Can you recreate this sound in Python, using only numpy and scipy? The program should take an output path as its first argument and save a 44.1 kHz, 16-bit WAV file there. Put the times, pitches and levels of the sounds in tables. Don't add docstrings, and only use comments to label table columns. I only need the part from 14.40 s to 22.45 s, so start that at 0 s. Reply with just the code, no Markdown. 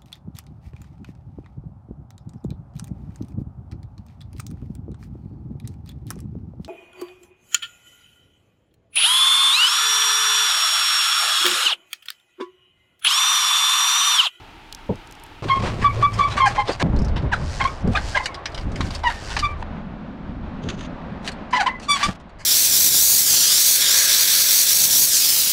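import sys
import numpy as np
from scipy import signal
from scipy.fft import rfft, irfft
from scipy.io import wavfile

SR = 44100
rng = np.random.default_rng(int(sys.argv[2]) if len(sys.argv) > 2 else 0)


def dump(signal):
    limited = np.clip(np.atleast_2d(signal).T, -1, 1)
    pcm = np.round(limited * 32767).astype(np.int16)
    wavfile.write(sys.argv[1], SR, pcm)


def rack_gain(trim_db):
    fader = np.asarray(trim_db, float)
    return 10 ** (fader / 20)


N = 355005

CUT_S, CRANNY_S = 2.427, 5.2288


def rms_one(x):
    return x / np.sqrt(np.mean(x ** 2) + 1e-20)


def peak_one(x):
    return x / np.abs(x).max()


def in_time(rows, fade=0.003):
    s, *columns = np.transpose(rows)
    t = np.arange(N) / SR
    gate = np.clip(np.minimum(t - s[0], s[-1] - t) / fade + 1, 0, 1)
    return [gate] + [np.interp(t, s, c) for c in columns]


def drift(rate, size=None):
    size = size or N
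    knots = rng.standard_normal(int(N / SR * rate) + 3)
    return 1.24 * np.interp(np.arange(size) * rate / SR, np.arange(len(knots)), knots)


def coloured(x, spectrum):
    hz, db = np.transpose(spectrum)
    grid = np.fft.rfftfreq(N, 1 / SR) + 1
    gain = rack_gain(np.interp(np.log(grid), np.log(hz), db))
    return rms_one(irfft(rfft(x) * gain, N))


def band(x, low_hz, high_hz):
    return rms_one(signal.sosfilt(signal.butter(2, [low_hz, high_hz], "band", fs=SR, output="sos"), x))


def dull(x, top_hz):
    return signal.sosfilt(signal.butter(4, top_hz, fs=SR, output="sos"), x)


def resonance(x, hz, width_hz):
    r = np.exp(-np.pi * np.clip(width_hz, 5, 9000) / SR)
    return signal.lfilter(np.array([1, 0, -1]) * (1 - r * r) / 2, [1, -2 * r * np.cos(2 * np.pi * hz / SR), r * r], x)


def grains(per_s, spread_db, size=None):
    chance, size_draw, sign_draw = rng.random((3, size or N))
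    loudness = rack_gain(-spread_db * np.log(size_draw + 0.0012))
    return (chance < per_s / SR) * loudness * np.sign(sign_draw - .5)


def add(out, s, piece):
    at = round(s * SR)
    out[at:at + len(piece)] += piece[:N - at]


def brakes():
    # start in seconds, length in seconds, first and last pitch in Hz, level in dB.
    pure = [(1.441, 0.041, 1150, 1139, -10), (1.624, 0.041, 1142, 1160, -9),
            (1.787, 0.045, 1157, 1135, -13.5), (1.789, .04, 1080, 1080, -22.5),
            (1.843, 0.046, 1155, 1152, -21), (1.843, .048, 1092, 1090, -27.5), (2.02, .04, 898, 800, -24.5),
            (2.178, 0.032, 828, 824, -16), (5.223, 0.01, 899, 900, -18)]
    rough = [(2.914, 0.027, 950, 980, -25), (3.205, 0.027, 1039, 1080, -17.5),
             (3.247, 0.022, 1080, 1130, -20), (3.27, 0.017, 1157, 1170, -25.5),
             (3.203, .022, 800, 830, -24.5), (3.548, 0.024, 1192, 1258, -18),
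             (3.752, 0.038, 1050, 1000, -21), (3.755, .02, 600, 603, -28.5), (3.788, .03, 800, 880, -33),
             (3.535, 0.04, 803, 603, -32), (7.128, 0.055, 1000, 996, -16), (7.128, .02, 905, 930, -22),
             (7.155, 0.032, 900, 848, -21), (7.225, .018, 802, 763, -25), (7.26, 0.022, 986, 1002, -13.5),
             (7.282, .012, 954, 907, -21)]
    octave = [(1.815, 0.041, 1150, 1140, -21), (2.052, 0.029, 821, 776, -14), (4.64, 0.055, 1005, 908, -16),
              (7.183, 0.0359, 900, 730, -18), (5.024, 0.049, 1187, 1170, -20.5)]
    shrieks = [(7.481, .092, 1165, 1100, -18.5)]
    afterring = [(3.795, .045, 1030, 1030, -33), (3.885, 0.028, 1100, 1020, -34),
                 (3.93, 0.081, 1100, 1110, -39), (3.79, 0.045, 2050, 2050, -32.5),
                 (3.86, .075, 2300, 2100, -40), (4.7, 0.13, 1850, 1800, -40.5),
                 (7.29, .045, 2000, 2040, -30), (7.338, .06, 2030, 1980, -39),
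                 (7.305, .04, 1010, 1020, -35), (5.07, 0.077, 1175, 1165, -31.5),
                 (5.07, 0.073, 2350, 2330, -37), (3.29, 0.054, 1300, 1170, -38),
                 (1.19, 0.039, 1080, 1080, -29), (1.473, .055, 2300, 2280, -33.5),
                 (1.66, 0.044, 2310, 2300, -31.5)]
    groans = [(2.921, .026, 930, 660, -24.5), (3.744, 0.025, 800, 800, -26.5),
              (3.764, 0.022, 1030, 1020, -25.5), (3.563, 0.0244, 880, 740, -31.5),
              (3.198, 0.0139, 1000, 790, -29), (7.195, .028, 790, 740, -23), (7.15, 0.036, 1010, 960, -31)]
    yelps = [(7.626, .04, 1153, 1202, -17.5)]
    bright = [(1.094, 0.047, 1080, 1083, -13.5), (1.143, 0.043, 1068, 1073, -23),
              (1.97, 0.02, 1130, 1151, -18), (1.996, 0.066, 1090, 1030, -14.5),
              (1.996, .025, 1165, 1150, -20), (2.174, 0.051, 1064, 1040, -18.5)]
    # 2nd and 3rd partial against the level in dB, unevenness in dB,
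    # fading of the 1st partial in dB, share of the length at which overtones peak, attack in seconds,
    # extra loss per partial in dB, pitch tremble as a share, lateness of the glide, wilting of overtones in dB.
    grips = [
        (-16, -22, 1.5, 3.5, 0.7, 0.008, -10, 0.0092, 1.15, 10),
        (-7, -14, 3.5, 6.7, 0.41, 0.0058, -3, .026, 1.14, 9.1),
        (-3, -12.5, 2.5, 5, 0.6, 0.011, -3.5, .015, 1.15, 11),
        (-1, 2.5, 2.2, 4.7, 0.4, 0.015, -0.6, 0.0067, 2.2, 18.5),
        (-29, -40, 3.1, 8.7, .45, 0.0089, -9, .012, 1.15, 12),
        (8.5, -5.5, 2.4, 9.1, 0.49, 0.0088, -1, .02, 1.14, 9.1),
        (-6, -3.5, 2, 5, .36, .008, -1, .008, 2.5, 20),
        (-9.5, -14, 1.8, 3, 0.37, .009, -7.5, .012, 1.15, 5.6),
    ]
    overtones_db = [-4.5, -9, -11.5, -11.5, -12.5, -34, -54, -30.5, -34]
    bloom_db = 11
    out = np.zeros(N)
    for rows, grip in zip((pure, rough, octave, shrieks, afterring, groans, yelps, bright), grips):
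        second_db, third_db, rough_db, fade_db, bloom_share, attack, upper_db, tremble, late, wilt_db = grip
        for s, length, from_hz, to_hz, db in rows:
            t = np.arange(round((length + .06) * SR)) / SR
            done = np.minimum(t / length, 1)
            hz = from_hz + (to_hz - from_hz) * done ** late
            bloom = db + np.interp(done, [0, np.clip(bloom_share, .05, .95), 1], [-bloom_db, 0, -wilt_db])
            levels = [db - fade_db * done ** 2, bloom + second_db, bloom + third_db]
            levels += [levels[2] + upper_db * (k + 1) + v for k, v in enumerate(overtones_db)]
            phase = 2 * np.pi * np.cumsum(hz * (1 + tremble * drift(254.0, size=len(t)))) / SR
            tone = 0
            for k, level in enumerate(levels):
                uneven_db = rough_db * (1 + 0.092 * k) * drift(157, size=len(t))
                tone = tone + rack_gain(level + uneven_db) * np.cos((k + 1) * phase + k * 2.0)
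            rasp = band(rng.standard_normal(len(t)), 650, 2540) * (1 + 0.27 * np.cos(phase))
            rasp_gain = rack_gain(levels[0] - 38.5 + 7.6 * rough_db) + rack_gain(levels[2] - 30.0)
            envelope = np.clip(t / attack, 0, 1) * rack_gain(-60 * np.maximum(t - length, 0) / 0.014)
            add(out, s, envelope * (np.sqrt(2) * tone + rasp_gain * rasp))
    return out


def knocks():
    # time in seconds, peak in dB, centre in Hz,
    # bright rattle against the peak in dB, hold in seconds.
    scrapes = [(1.027, -40, 2170, -24, 0.021), (1.0854, -20.5, 2110, -38, 0.0089),
               (1.258, -21, 1300, -12, 0.025), (1.422, -18, 1390, -16, 0.02),
               (1.607, -22.5, 1450, -23, 0.025), (1.735, -27, 2330, -5, 0.014),
               (1.785, -19, 2230, -11.5, 0.017), (1.9066, -21.5, 2110, -10.5, 0.028),
               (1.9729, -14.5, 1700, -16, 0.02), (2.0634, -13.5, 1590, -9, 0.021),
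               (2.157, -15.5, 1410, -26, 0.016), (2.275, -16, 3300, -40, 0.02),
               (2.29, -18.5, 560, -30, .022), (2.157, -24, 470, -30, .01),
               (2.3184, -25.5, 4060, -7, 0.019), (2.4, -16.5, 1700, -16, 0.01),
               (2.416, -18, 1390, -16, .012),
               (2.7641, -20.5, 2000, -29, 0.016), (2.93, -14.5, 1500, -17.5, 0.018),
                       (3.1997, -16, 1300, -30, 0.018), (3.24, -18, 1600, -13, 0.0047),
                       (7.165, -20, 2900, -14, .02), (7.61, -20, 2200, -20, 0.014),
                       (3.2674, -36, 2200, -18, 0.025), (3.56, -12, 1720, -19, 0.023),
                       (3.7555, -12.5, 1540, -30, 0.025), (3.838, -25, 4500, -13, 0.014),
                       (4.4473, -30, 1420, -5, 0.019), (4.6958, -16.5, 1430, -19, 0.016),
                       (4.9028, -21, 1770, -12, 0.024), (4.99, -15, 4600, -16, 0.007),
                       (6.848, -27, 3000, -11, 0.012), (7.11, -35, 1740, -5, 0.0075),
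                       (7.1326, -18, 1880, -32, 0.02), (7.203, -13.5, 1600, -10, 0.018),
                       (7.2634, -15.5, 1940, -25, 0.014), (7.4257, -29.5, 2950, -7, 0.033),
                       (7.555, -20.5, 2140, -8, 0.026), (7.6, -18, 1800, -27, 0.025),
                       (7.624, -12.5, 1750, -22, 0.016), (7.635, -15.5, 3440, -6.5, 0.02),
                       (7.66, -30, 2507, -13, 0.01), (7.684, -19.5, 900, -16, 0.007),
                       (7.998, -33, 2080, -8, 0.031)]
    # time in seconds, peak in dB, centre in Hz,
    # bright rattle and low knock against the peak in dB.
    clacks = [(3.475, -31.5, 2520, -2.5, -6), (3.8573, -11.5, 2400, -9.5, -26),
              (3.944, -22, 3716, -19, -17), (4.0563, -15, 3100, -31, -22), (4.145, -22, 4320, -18, -28),
              (4.1767, -22, 2900, -23, -11), (4.3185, -40.5, 2080, 0, -10), (4.358, -21, 2600, -13, -27),
              (4.4066, -15, 2620, -20, -3.5), (4.466, -31, 3300, -10, -20), (4.5061, -22, 3580, -13.5, -8),
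              (4.55, -20, 4620, -11, -21), (4.593, -34, 2150, -4, -4), (4.6349, -22.5, 2910, -35, 10),
              (4.966, -10.5, 2260, -22, -4.5), (5.226, -26, 1500, -30, -6), (6.864, -28, 6000, -20, -20),
              (6.876, -15, 2560, -10, -26), (6.917, -30.5, 5800, -15, -15), (7.3983, -32, 2090, -7, -16),
              (7.7994, -45, 2370, -8, 3), (7.894, -44, 2030, -12, -4)]
    # pitch in Hz, width in Hz, level in dB.
    frame = [(716, 180, 17), (1026, 227, 12), (1521, 188, 13), (2140, 530, 4), (2780, 236, 4.5),
             (3794, 460, 1), (4554, 150, 3.5), (5380, 360, -0.5)]
    out, t = np.zeros(N), np.arange(round(.25 * SR)) / SR
    rows = [(*row, -13) for row in scrapes]
    rows += [(s, db, hz, bright_db, .0025, low_db) for s, db, hz, bright_db, low_db in clacks]
    for s, db, hz, bright_db, held, low_db in rows:
        swell = np.clip(t / (0.66 * held), 0, 1) ** 0.82
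        envelope = swell * rack_gain(-60 * np.maximum(t - held, 0) / (0.056 + 3.1 * held))
        spray = envelope * rms_one(grains(6000, 3.1, size=len(t)))
        if held < .006:
            spray[round(.45 * held * SR)] += 5.0
        strengths, bend = rng.normal(0, 1.53, len(frame)), 1 + rng.normal(0, 0.074)
        rung = 0
        for k, ((f, w, g), v) in enumerate(zip(frame, strengths)):
            rung = rung + rack_gain(g + v) * resonance(spray, f * bend, w) * (-1) ** k
        body = peak_one(resonance(resonance(rung + 0.14 * spray, hz, 1.13 * hz), hz, 10.0 * hz))
        rattle = peak_one(resonance(resonance(spray, 4270, 3700), 4200, 5900))
        knock = peak_one(resonance(resonance(spray, 870, 640), 870, 640))
        add(out, s - .45 * held, rack_gain(db) * (body + rack_gain(bright_db + 5.0) * rattle + rack_gain(low_db) * knock))
    return out


def wheel_ring(bike):
    # pitch in Hz, width in Hz, level in dB.
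    rim = [(1080, 14, -29.5), (2080, 17, -19)]
    return 4.8 * sum(rack_gain(db) * resonance(bike, hz, w) for hz, w, db in rim)


def rocks(x):
    t = np.arange(round(.5 * SR)) / SR
    tail = grains(1500, 3.5, size=len(t)) * rack_gain(-60 * t / 0.17) * (t > .008)
    echoes = dull(band(tail, 210, 3200), top_hz=2900) / np.sqrt(len(t))
    return rack_gain(-23) * signal.fftconvolve(x, echoes)[:N]


def snaps(rows, t60, spread):
    out, t = np.zeros(N), np.arange(round(.04 * SR)) / SR
    for s, db, hz in rows:
        piece = resonance(rng.standard_normal(len(t)) * rack_gain(-60 * t / t60), hz, spread * hz)
        add(out, s, rack_gain(db) * peak_one(piece))
    return out


def freewheel_ticks():
    # time in seconds, peak in dB, centre in Hz.
    ticks = [(2.5631, -32, 4230), (2.589, -31, 5200), (2.6185, -34, 5240), (2.6463, -31, 5300),
             (2.6825, -33.5, 4530), (2.821, -41, 4040), (3.332, -51, 4340), (3.4166, -46, 5510),
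             (4.119, -40, 4500), (4.2106, -32, 4500)]
    return snaps(ticks, t60=0.064, spread=0.13)


def freewheel_whirr():
    # start, loudest moment and end in seconds, loudest level in dB, last level in dB.
    spins = [
        (2.97, 3.145, 3.42, -44.5, -60),
        (3.577, 3.69, 3.83, -42, -52.5),
        (4.705, 4.902, 4.97, -44, -44.5),
    ]
    # pitch in Hz, level per Hz in dB.
    fizz_colour = [(880, -46), (1500, -3.5), (2430, -9.5), (3000, -7), (3430, -11), (4810, -4.5),
                   (7790, -14.5), (15000, -31)]
    spin_per_s, caught_per_s = 110, 120
    out, fizz = 0, coloured(rng.standard_normal(N), fizz_colour)
    for start, top, end, db, last_db in spins:
        rows = [(start, db - 13, spin_per_s), (top, db, spin_per_s), (end, last_db, caught_per_s)]
        gate, level_db, per_s = in_time(rows, fade=0.019)
        since_skip = np.cumsum(per_s * (1 + 0.058 * drift(60))) / SR % 1
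        out = out + gate * rack_gain(level_db + 11.5) * (0.39 + 0.91 * np.exp(-4.5 * since_skip)) * fizz
    return out


def rubs():
    # start, loudest moment and end in seconds, loudest level in dB.
    drags = [(3.238, 3.275, 3.34, -40), (3.467, 3.525, 4, -42), (4.037, 4.065, 4.17, -48),
             (4.132, 4.18, 4.3, -44), (4.27, 4.3, 4.35, -57), (4.33, 4.372, 4.55, -46),
             (4.39, 4.43, 4.6, -42), (4.49, 4.545, 4.66, -43.5), (4.638, 4.674, 4.95, -37),
             (4.96, 5.006, 5.12, -35.5), (5.15, 5.223, 5.25, -49), (6.82, 6.88, 6.9, -41.5),
             (7.477, 7.555, 7.73, -32), (7.57, 7.638, 7.76, -32.5)]
    # pitch in Hz, level per Hz in dB.
    hiss_colour = [(300, -21), (800, -2), (2500, -1), (5000, -7), (9000, -16), (15000, -19.5)]
    edge_db = 18.5
    swell = 0
    for start, top, end, db in drags:
        gate, level_db = in_time([(start, db - edge_db), (top, db), (end, db - edge_db)], fade=0.01)
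        swell = swell + gate * rack_gain(level_db)
    return swell * coloured(grains(6000, 3.0) * rack_gain(3.8 * np.tanh(drift(90))), hiss_colour)


def housing(bike):
    leak_hz, leak_width_hz = 13900, 2900
    leak = resonance(resonance(bike, leak_hz, leak_width_hz), leak_hz, leak_width_hz)
    muffled = dull(bike, top_hz=9940) + rack_gain(-9.5) * leak
    return muffled - 0.51 * resonance(muffled, 11570, 2200)


def steps():
    # time in seconds, jolting in dB.
    jolts = [(1.024, -44.5), (1.11, -48), (1.19, -47), (1.26, -42), (1.33, -49), (1.43, -42), (1.47, -53.5),
             (1.53, -47), (1.628, -41.5), (1.662, -65), (1.772, -46.5), (1.99, -45), (2.015, -51),
             (2.095, -55), (2.115, -45.5), (2.2, -46.5), (2.25, -52.5), (2.264, -47.5), (2.294, -37.5),
             (2.372, -56.5), (2.395, -51), (2.427, -35)]
    # pitch in Hz, level per Hz in dB.
    rattle_colour = [(410, 3), (700, 9), (873, 5), (1090, 10), (1520, -1), (2250, -0.5), (4300, -6.5),
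                     (8990, -21), (15500, -66.5)]
    # pitch in Hz, width in Hz, level in dB.
    planks = [(111.5, 7.7, -5)]
    gate, jolt_db = in_time(jolts)
    tread = band(rng.standard_normal(N) * rack_gain(8.4 * np.tanh(drift(50))), 340, 580)
    rattle = coloured(grains(6000, 3.0) * rack_gain(4.5 * np.tanh(drift(70))), rattle_colour)
    shake = rng.standard_normal(N) * rack_gain(1.7 * np.tanh(drift(22.35)) + 1.8 * np.tanh(drift(60)))
    boom = rms_one(sum(rack_gain(db) * resonance(shake, hz, w) for hz, w, db in planks))
    boom = boom + 0.077 * band(shake, 81, 150)
    tread_db = -39 + 2.26 * (jolt_db + 45)
    boom_db = -28 - 22.5 * np.maximum(np.arange(N) / SR - 1.97, 0)
    return gate * (rack_gain(tread_db) * tread + rack_gain(jolt_db + 13.5) * rattle + rack_gain(boom_db) * boom)


def thumps():
    # time in seconds, peak in dB, time to die by 60 dB in seconds.
    blows = [(0.492, -9, 0.12), (1.201, -17, 0.53), (1.05, -21.5, 0.11), (1.166, -23, .06),
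             (1.262, -20, .12), (1.315, -23, .1), (1.378, -20, .08), (1.42, -18.5, 0.11),
             (1.778, -20.5, 0.062), (2.107, -24, .08), (7.662, -23, .06), (1.61, -21.5, 0.11),
             (1.95, -20.5, 0.15), (3.44, -14, 0.13), (3.473, -14, 0.12), (3.495, -14, 0.11),
             (6.235, -18.5, 0.32), (6.268, -21, 0.26), (6.376, -24, 0.1), (7.682, -13, 0.07)]
    # pitch in Hz, level in dB, ringing time in seconds (9 over it is the width in Hz).
    modes = [(100, 6.5, 0.14), (180, 6.5, 0.19), (339, -8.5, 0.16), (400, 0, 0.084), (578, -12.5, 0.15),
             (854, -4, 0.18)]
    out, t = np.zeros(N), np.arange(round(.3 * SR)) / SR
    for s, db, t60 in blows:
        shake = dull(rng.standard_normal(len(t)) * rack_gain(-60 * t / t60), top_hz=754)
        piece = sum(rack_gain(g) * rms_one(resonance(shake, f, 9 / d)) for f, g, d in modes)
        top_hz = 1000 if s < 1 else 420
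        add(out, s, rack_gain(db) * peak_one(dull(piece, top_hz=top_hz)))
    return out


def tape():
    # time in seconds, peak in dB, centre in Hz.
    jerks = [(0.326, -18.5, 4000), (0.3484, -23, 5500), (0.4683, -48, 6080), (0.5567, -34.5, 5240),
             (0.6734, -35.5, 5090), (0.7108, -34, 5350), (0.724, -32, 5600), (0.752, -37, 5220),
             (0.7985, -37, 5300), (0.837, -26, 9200), (0.8639, -40, 5310)]
    return snaps(jerks, t60=0.011, spread=0.67)


def crab():
    # start in seconds, end in seconds, level in dB.
    spurts = [
        (6.237, 6.347, -47),
        (6.378, 6.46, -46.5),
    ]
    # time in seconds, peak in dB.
    slips = [(6.236, -30), (6.287, -12), (6.2985, -12.5), (6.322, -32), (6.39, -23), (6.407, -21),
             (6.427, -26), (6.447, -28)]
    # pitch in Hz, width in Hz, level in dB.
    hollows = [(1300, 298, 5.5), (2000, 500, 1), (2660, 400, 4), (3450, 580, 2.5), (4600, 600, -4),
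               (6230, 430, -2), (6900, 470, -6), (8700, 2200, -23)]
    force = sum(rack_gain(db) * in_time([(start,), (end,)], fade=0.02)[0] for start, end, db in spurts)
    t = np.arange(round(.04 * SR)) / SR
    for s, db in slips:
        add(force, s, rack_gain(db - 12) * np.clip(t / 0.0021, 0, 1) * rack_gain(-60 * t / 0.039))
    grit = grains(7000, 2.5) * rack_gain(2.3 * np.tanh(drift(80)))
    rung = sum(rack_gain(db) * resonance(grit, hz, w) * (-1) ** k for k, (hz, w, db) in enumerate(hollows))
    return dull(force * rms_one(rung), top_hz=11000)


def wind():
    # time in seconds, rumble in dB.
    rumble_level = [(1.02, -45), (1.04, -40), (1.41, -30.5), (2.37, -39), (2.53, -19.5), (3.21, -31),
                    (3.41, -37.5), (3.45, -22.5), (4.03, -44.5), (4.27, -27), (4.91, -36.5), (4.99, -28.5),
                    (5.76, -47), (5.89, -34.5), (7.58, -46.5), (7.68, -30), (7.77, -50), (8.05, -43.5)]
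    # time in seconds, level in dB, half length in seconds.
    gusts = [(2.448, -14, .07), (3.028, -28, 0.061), (2.596, -24.5, 0.16), (2.803, -23.5, 0.13),
             (3.221, -29, 0.043), (3.477, -21, 0.068), (4.383, -25.5, 0.23), (4.985, -29, .04),
             (7.68, -26, 0.022)]
    gate, wind_db = in_time(rumble_level)
    t = np.arange(N) / SR
    blow = rack_gain(-35.5 + 1.71 * (wind_db + 27))
    for s, db, half in gusts:
        blow = blow + rack_gain(db) * np.clip(1 - ((t - s) / half) ** 2, 0, 1) ** 2
    force = np.clip((20 * np.log10(blow) + 37) / 16, .1, 1)
    lumps = force * 1.1 * np.tanh(drift(22.1))
    rumble = band(rng.standard_normal(N) * rack_gain(2.6 * lumps), 13.2, 86.3)
    eddies = rng.standard_normal(N) * rack_gain(3.1 * lumps + 4.4 * force * np.tanh(drift(60)))
    flutter = force * band(eddies, 64, 226)
    flutter = flutter + (1 - force) * 0.46 * band(eddies, 142.2, 260.0)
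    flutter = flutter + 0.14 * force ** 2 * band(eddies, 167, 533)
    return gate * (rack_gain(wind_db + 2.5) * rumble + (t > CUT_S) * 0.72 * blow * flutter)


def sea_drone():
    # time in seconds, level in dB.
    drone_level = [
        (5.232, -37),
        (6.6, -33.5),
        (7.9, -49),
    ]
    near, drone_db = in_time(drone_level)
    swell = near * rack_gain(drone_db) + rack_gain(-50.5)
    drone = band(rng.standard_normal(N) * rack_gain(1.2 * drift(30)), 150.4, 254.0)
    return (np.arange(N) / SR > CUT_S) * swell * drone


def background():
    # time in seconds, surf level in dB.
    surf_level = [(1.02, -68), (2.3, -49.5), (2.6, -39), (3.0, -38.5), (6.05, -43), (7.13, -40),
                  (8.05, -49)]
    # pitch in Hz, level per Hz in dB.
    surf_colour = [(180, -51.5), (300, -5.5), (477, -8), (531, -3.5), (857, -6), (1430, -11.5),
                   (1800, -15.5), (2030, -17.5), (3890, -27.5), (10500, -61.5), (15600, -112),
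                   (22000, -120)]
    room_colour = [(15, -32), (25, 4.5), (59, -12), (107, -8), (209, -19.5), (313, -11.5), (552, -25),
                   (919, -10), (1020, -22), (1270, -17.5), (1850, -22), (2920, -21), (5880, -37.5),
                   (8580, -44.5), (15500, -51)]
    gate, surf_db = in_time(surf_level)
    surf = rack_gain(surf_db + 1.5 + 1.0 * drift(16)) * coloured(rng.standard_normal(N), surf_colour)
    room = rack_gain(-42.5 + 0.48 * drift(15.0)) * coloured(rng.standard_normal(N), room_colour)
    return gate * surf + (1 - gate) * room


def scene():
    bike = brakes() + knocks()
    bike = bike + wheel_ring(bike)
    bike = bike + rocks(bike) + freewheel_ticks() + freewheel_whirr() + rubs()
    bike = housing(bike)
    for s in CUT_S, CRANNY_S:
        bike = bike * (1 - in_time([(s + .001,), (s + .09,)], fade=.001)[0])
    mix = bike + steps() + thumps() + tape() + crab() + wind() + sea_drone() + background()
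    return mix[None]


def low_pass(x):
    return signal.sosfilt(signal.butter(12, 16510, fs=SR, output="sos"), x)


def record(dry):
    rounded = 0.86 * np.tanh(dry / 0.94)
    return low_pass(dull(rounded, top_hz=15800))


dry = scene()
out = record(dry)
dump(out)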